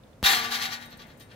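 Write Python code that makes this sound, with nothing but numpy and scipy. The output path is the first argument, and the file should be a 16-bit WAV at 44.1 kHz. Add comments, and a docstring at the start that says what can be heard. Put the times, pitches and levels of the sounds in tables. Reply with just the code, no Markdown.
"""A basketball thuds against a steel hoop on an open outdoor court. The hoop rocks on its pole,
so its loose mounting rattles in bursts, about ten a second, that die away. The rim and the pole
ring on, and the links of the chain net jingle as they scrape together. A few faint ticks come
before the hit, the court adds a weak echo, and soft wind rumbles behind it all."""
import sys
import numpy as np
from scipy import signal
from scipy.fft import rfft, irfft, next_fast_len
from scipy.io import wavfile
from scipy.ndimage import map_coordinates

SR = 44100
rng = np.random.default_rng(int(sys.argv[2]) if len(sys.argv) > 2 else 0)


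def generate_wav(signal):
    """Clip the signal to [-1, 1] and save it as 16-bit WAV at the path in sys.argv[1]."""
    frames = np.transpose(np.atleast_2d(signal))
    scaled = np.clip(frames, -1, 1) * 32767
    pcm = np.round(scaled).astype(np.int16)
    wavfile.write(sys.argv[1], SR, pcm)


N = 59535
HIT_S = .2289  # when the ball lands

# Bursts of rattling; rise and fall are the times for a change of 20 dB:
# peak t/s, rise/s, fall/s, level/dB, extra body/dB, extra treble/dB
RATTLE_BURSTS = [(0.24, 0.0034, 0.06, -26.5, 3.5, 6), (0.264, 0.028, 0.061, -18, 1, 1.5),
                 (0.32, 0.11, 0.15, -23, 0.5, 4), (0.449, 0.056, 0.037, -31.5, 1, -2.5),
                 (0.521, 0.023, .04, -28, 0, 0.5), (0.549, 0.055, 0.038, -25.5, -1, -2),
                 (.625, 0.074, 0.042, -29.5, 0, 1.5), (0.654, 0.049, 0.034, -29.5, -0.5, -1),
                 (0.732, 0.055, 0.037, -30.5, -3.5, -4), (0.826, 0.073, 0.047, -46.5, 1, 2),
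                 (0.928, 0.038, 0.019, -48.5, 1, -9), (0.998, 0.017, 0.031, -46.5, -1, -17),
                 (1.021, 0.031, 0.022, -49.5, 3, 2), (1.106, 0.078, 0.047, -59, 5.5, 1),
                 (1.211, .02, 0.022, -48, -0.5, -2), (1.317, 0.036, 0.042, -57, 8, -13)]


def ball():
    """The ball hits with a sharp slap and a short hollow thud; the deepest bass does not carry."""
    # Tones of ball and board: f/Hz, level/dB, ring time/s (the time to fade by 60 dB)
    thud_tones = [(70, -19.5, 0.044), (190, -24.5, 0.044), (460, -30, 0.028), (804, -34, 0.09),
                  (1700, -55, 0.035)]
    t = since(HIT_S)
    slap = -amp(-13) * (t > 0) * np.exp(-t / 0.00033)
    thud = sum(amp(db) * np.sin(2 * np.pi * hz * t) * fade(t, ring_s) for hz, db, ring_s in thud_tones)
    low_cut = signal.butter(2, 45, "highpass", fs=SR, output="sos")
    return signal.sosfilt(low_cut, slap + thud) * amp([[1], [-1]])  # a little to the left


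def rim_clanks():
    """The rim is thrown against its stop twice, right after the hit."""
    # Hard knocks: t/s, level/dB
    knocks = [(.241, -25), (.260, -13.5)]
    # The short ring of each knock: f/Hz, level/dB, ring time/s
    tones = [(3500, -13, 0.065), (3715, 1, 0.093), (4330, -19, 0.034)]
    return stereo(sum(amp(knock_db + db) * np.sin(2 * np.pi * hz * since(s)) * fade(since(s), ring_s)
                      for s, knock_db in knocks for hz, db, ring_s in tones))


def mounting_taps():
    """Two streams of tiny steel-on-steel taps swell each time the hoop swings through."""
    taps_per_s, spread_db, loosen_s = 3500, 1.5, 0.0032
    t = since(0)
    power = sum(amp(db - 20 * np.maximum((peak - t) / rise, (t - peak) / fall)) ** 2
                for peak, rise, fall, db, _, _ in RATTLE_BURSTS)
    taps = (rng.random((2, N)) < taps_per_s / SR) * rng.choice([-1, 1], (2, N))
    strength = amp(spread_db * rng.standard_normal((2, N)))
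    shaken_loose = t > HIT_S + loosen_s
    return shaken_loose * np.sqrt(power) * unit(taps * strength)


def hoop_rattle():
    """The taps clatter, stir up the steel's many overtones and make the rim ring."""
    # Tone colour of the clatter: f/Hz, level/dB
    colour = [(60, -25), (300, -21), (580, -20), (780, -2.5), (930, -10), (1200, -7), (1900, 2.5),
              (2600, -4), (3300, 0.5), (3800, -0.5), (4300, 0.5), (4800, -3), (5600, -3), (8000, -13),
              (11000, -14.5), (14500, -13.5), (16000, -17)]
    # How long the steel's overtones last: f/Hz, ring time/s
    steel_ring = [(300, 0.8), (1000, 0.42), (2000, 0.32), (4000, 0.11), (8000, 0.15), (15000, 0.13)]
    # Clear tones of the rim: f/Hz, average level/dB, ring time/s
    rim_tones = [(811, -56, 0.66), (1156, -54.5, 0.37), (1166, -45, 0.28), (1383.5, -51.5, 0.38),
                 (1489, -50, .5), (1671, -54, .6), (1704, -47.5, 0.5), (1844, -45.5, 0.2),
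                 (1870, -50, 0.42), (2190, -53, 0.39), (2352, -59.5, 0.36), (2730, -58, 0.82),
                 (3782, -43, 0.17), (3970, -49.5, 0.066), (4197, -47.5, 0.14), (4520, -52.5, .1),
                 (12100, -53.5, .09), (13130, -65, .09)]
    # How alike the clatter is left and right: f/Hz, likeness (1 = the same)
    likeness = [(200, 1), (1200, 0.6), (2200, 0.18), (3800, 0.77), (6000, 0.27), (14000, 0.2)]
    taps, t = mounting_taps(), since(0)
    clatter = filtered(taps, lambda hz: unit(amp(along(colour, hz))))
    # Each burst has its own share of body and treble.
    peak_s, _, _, _, body_db, treble_db = np.transpose(RATTLE_BURSTS)
    body = filtered(clatter, lambda hz: 1 / (1 + (hz / 3800) ** 8))
    treble = filtered(clatter, lambda hz: 1 - 1 / (1 + (hz / 7300) ** 8))
    clatter = clatter + body * (amp(np.interp(t, peak_s, body_db)) - 1)
    clatter += treble * (amp(np.interp(t, peak_s, treble_db)) - 1)
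    steel = amp(-2.5) * clatter + amp(-1) * convolved(clatter, ringing_tail(steel_ring))
    forward, sideways = sum(amp(db) * unit(resonate(taps, hz, ring_s)) for hz, db, ring_s in rim_tones)
    return stereo(blend(steel, likeness) + forward + .2 * np.array([sideways, -sideways]))


def pole_hum():
    """The pole slowly takes up the hoop's shaking, so its low tones swell and hum on."""
    # Tones of the pole: f/Hz, level/dB, swell time/s, ring time/s
    tones = [(208, -48, 0.04, 1.8), (237.2, -34, 0.28, 2.1), (454, -39.5, 0.099, 1.46),
             (699.7, -38.5, 0.13, 1.46), (880, -42.5, 0.29, 2.3)]
    t = since(HIT_S)
    hum = np.zeros(N)
    for hz, db, swell_s, ring_s in tones:
        swell = 1 - np.exp(-t / swell_s)
        hum += amp(db) * np.sin(2 * np.pi * (hz * t + rng.random())) * swell * fade(t, ring_s)
    return stereo(hum)


def chain_net():
    """Links of the swinging net scrape over each other, and the scraping makes them ring."""
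    # Clinks of the net: t/s, level/dB
    clinks = [(.812, -56), (.853, -51), (0.902, -56), (.930, -78), (0.972, -51.5), (1.02, -73),
              (1.068, -58), (1.099, -70), (1.173, -57), (1.198, -51.5), (1.21, -59), (1.305, -68.5),
              (1.33, -64)]
    # Tones of the links: f/Hz, level/dB, ring time/s
    tones = [(6659, -17.5, 0.21), (8100, -25, 0.32), (8940, -3.5, 0.24), (9080, -14, 0.09),
             (11400, -28, 0.049), (12800, -10, .08), (13959, -13, .08), (13970, -3, 0.19)]
    t = since(0)
    scrape = rng.standard_normal((2, N)) * pulses(clinks, ring_s=0.063)
    link_ring = sum(amp(db) * unit(np.sin(2 * np.pi * hz * t) * fade(t, ring_s))
                    for hz, db, ring_s in tones) / np.sqrt(N)
    hiss = amp(-2) * filtered(scrape, lambda hz: hz > 6000)
    return stereo(convolved(scrape, link_ring) + hiss)


def ticks():
    """A few faint, short ticks sound before the ball arrives."""
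    # The ticks: t/s, level/dB
    starts = [(0.036, -56), (0.07, -60), (.131, -58)]
    pitch_hz, width_hz = 3430, 490
    noise = rng.standard_normal((2, N))
    band = filtered(noise, lambda hz: 1 / (1 + ((hz - pitch_hz) / width_hz) ** 2))
    return unit(band) * pulses(starts, ring_s=.03)


def court_echo(sound):
    """The court throws back a faint echo."""
    # How long the echo lasts: f/Hz, ring time/s
    echo_times = [(200, 1.15), (1500, 1.93), (4000, 1.2), (12000, 0.64)]
    return amp(-21.5) * convolved(sound, ringing_tail(echo_times))


def wind():
    """Wind makes a low rush that gusts gently and slowly grows."""
    # Tone colour of the wind and distant surroundings: f/Hz, level/dB
    colour = [(15, -59), (25, -14), (70, -8.5), (87, -6.5), (108, -3.5), (256, -9.5), (373, -15.5),
              (476, -13.5), (516, -11), (641, -14.5), (796, -20), (3430, -34), (16000, -44.5)]
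    # How alike the wind is left and right: f/Hz, likeness (1 = the same)
    likeness = [(100, 1), (500, 0.65), (2000, 0.13), (8000, 0.073)]
    level_db, growth_db_per_s, gust_db = -53, 1.2, .6
    t = since(0)
    gust = map_coordinates(rng.standard_normal(64), [t * 12], mode="wrap")  # a smooth random curve
    rush = filtered(rng.standard_normal((2, N)), lambda hz: amp(along(colour, hz)))
    return unit(blend(rush, likeness)) * amp(level_db + growth_db_per_s * t + gust_db * gust)


def stereo(x):
    """Sound from the hoop reaches the left and right microphones with different level and timing."""
    # How much louder the left side is: f/Hz, level/dB
    balance = [(200, 2), (500, 1), (1200, 5), (2500, 12), (3500, -3.5), (4400, -3.5), (5200, 6.5),
               (6300, 17.5), (9000, 13.5), (12500, 19.5), (14600, 6), (16000, -8)]
    # How far the left wave runs ahead: f/Hz, phase/rad
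    lead = [(300, 0.5), (700, 0.95), (1400, 1.2), (2000, 5.5), (2500, 5), (3700, 6.5), (4800, 7.5),
            (6700, 14), (10500, 8.5), (15000, 20.5)]

    def response(hz):
        sign = np.array([[1], [-1]])
        gain = amp(sign * along(balance, hz) / 2)
        return gain / np.sqrt(np.mean(gain ** 2, axis=0)) * np.exp(.5j * sign * along(lead, hz))
    return filtered(x, response)


def blend(pair, likeness):
    """Mix two unrelated signals into a left and right that are partly alike."""
    def angle(hz):
        return np.arccos(np.clip(along(likeness, hz), -1, 1)) / 2
    mid, side = filtered(pair, lambda hz: np.array([np.cos(angle(hz)), np.sin(angle(hz))]))
    return np.array([mid + side, mid - side])


def resonate(x, hz, ring_s):
    """One tone that rings whenever x pushes it."""
    r = fade(1 / SR, ring_s)
    return signal.lfilter([1, 0, -1], [1, -2 * r * np.cos(2 * np.pi * hz / SR), r * r], x)


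def ringing_tail(ring_times):
    """Two tails of noise in which each frequency dies away at its own speed."""
    hz, t, spectrum = signal.stft(rng.standard_normal((2, N)), SR, nperseg=256)
    spectrum *= fade(t, along(ring_times, hz)[:, None])
    tail = signal.istft(spectrum, SR, nperseg=256)[1][:, :N]
    return unit(tail) / np.sqrt(N)


def pulses(starts, ring_s):
    """A loudness curve that jumps up at each start and then fades."""
    return sum(amp(db) * (since(s) > 0) * fade(since(s), ring_s) for s, db in starts)


def filtered(x, response):
    """Scale each frequency in x by response(hz)."""
    size = next_fast_len(N + SR // 2)
    return irfft(rfft(x, size) * response(np.fft.rfftfreq(size, 1 / SR)), size)[..., :N]


def convolved(x, tail):
    """Let every sample of x set off its own copy of the tail."""
    return irfft(rfft(x, 2 * N) * rfft(tail, 2 * N))[..., :N]


def along(points, hz):
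    """Read between (frequency, value) points on a pitch-like scale."""
    freqs, values = np.transpose(points)
    return np.interp(np.log(hz + 1), np.log(freqs + 1), values)


def since(s):
    """Seconds since time s, zero before it."""
    return np.maximum(np.arange(N) / SR - s, 0)


def fade(t, ring_s):
    """Fall by 60 dB in ring_s seconds."""
    return np.exp(-np.log(1000) * t / ring_s)


def amp(db):
    """Turn decibels into a volume factor."""
    return 10 ** (np.asarray(db) / 20)


def unit(x):
    """Scale x to an average power of 1."""
    return x / np.sqrt(np.mean(x ** 2) + 1e-20)


def scene():
    """Ball, hoop, pole, net and ticks with the court's echo, over the wind."""
    near = ball() + rim_clanks() + hoop_rattle() + pole_hum() + chain_net() + ticks()
    return near + court_echo(near) + wind()


def record(dry):
    """Cut away the very highest treble."""
    top_hz = 15900
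    return filtered(dry, lambda hz: 1 / (1 + (hz / top_hz) ** 160))


dry = scene()
out = record(dry)
generate_wav(out)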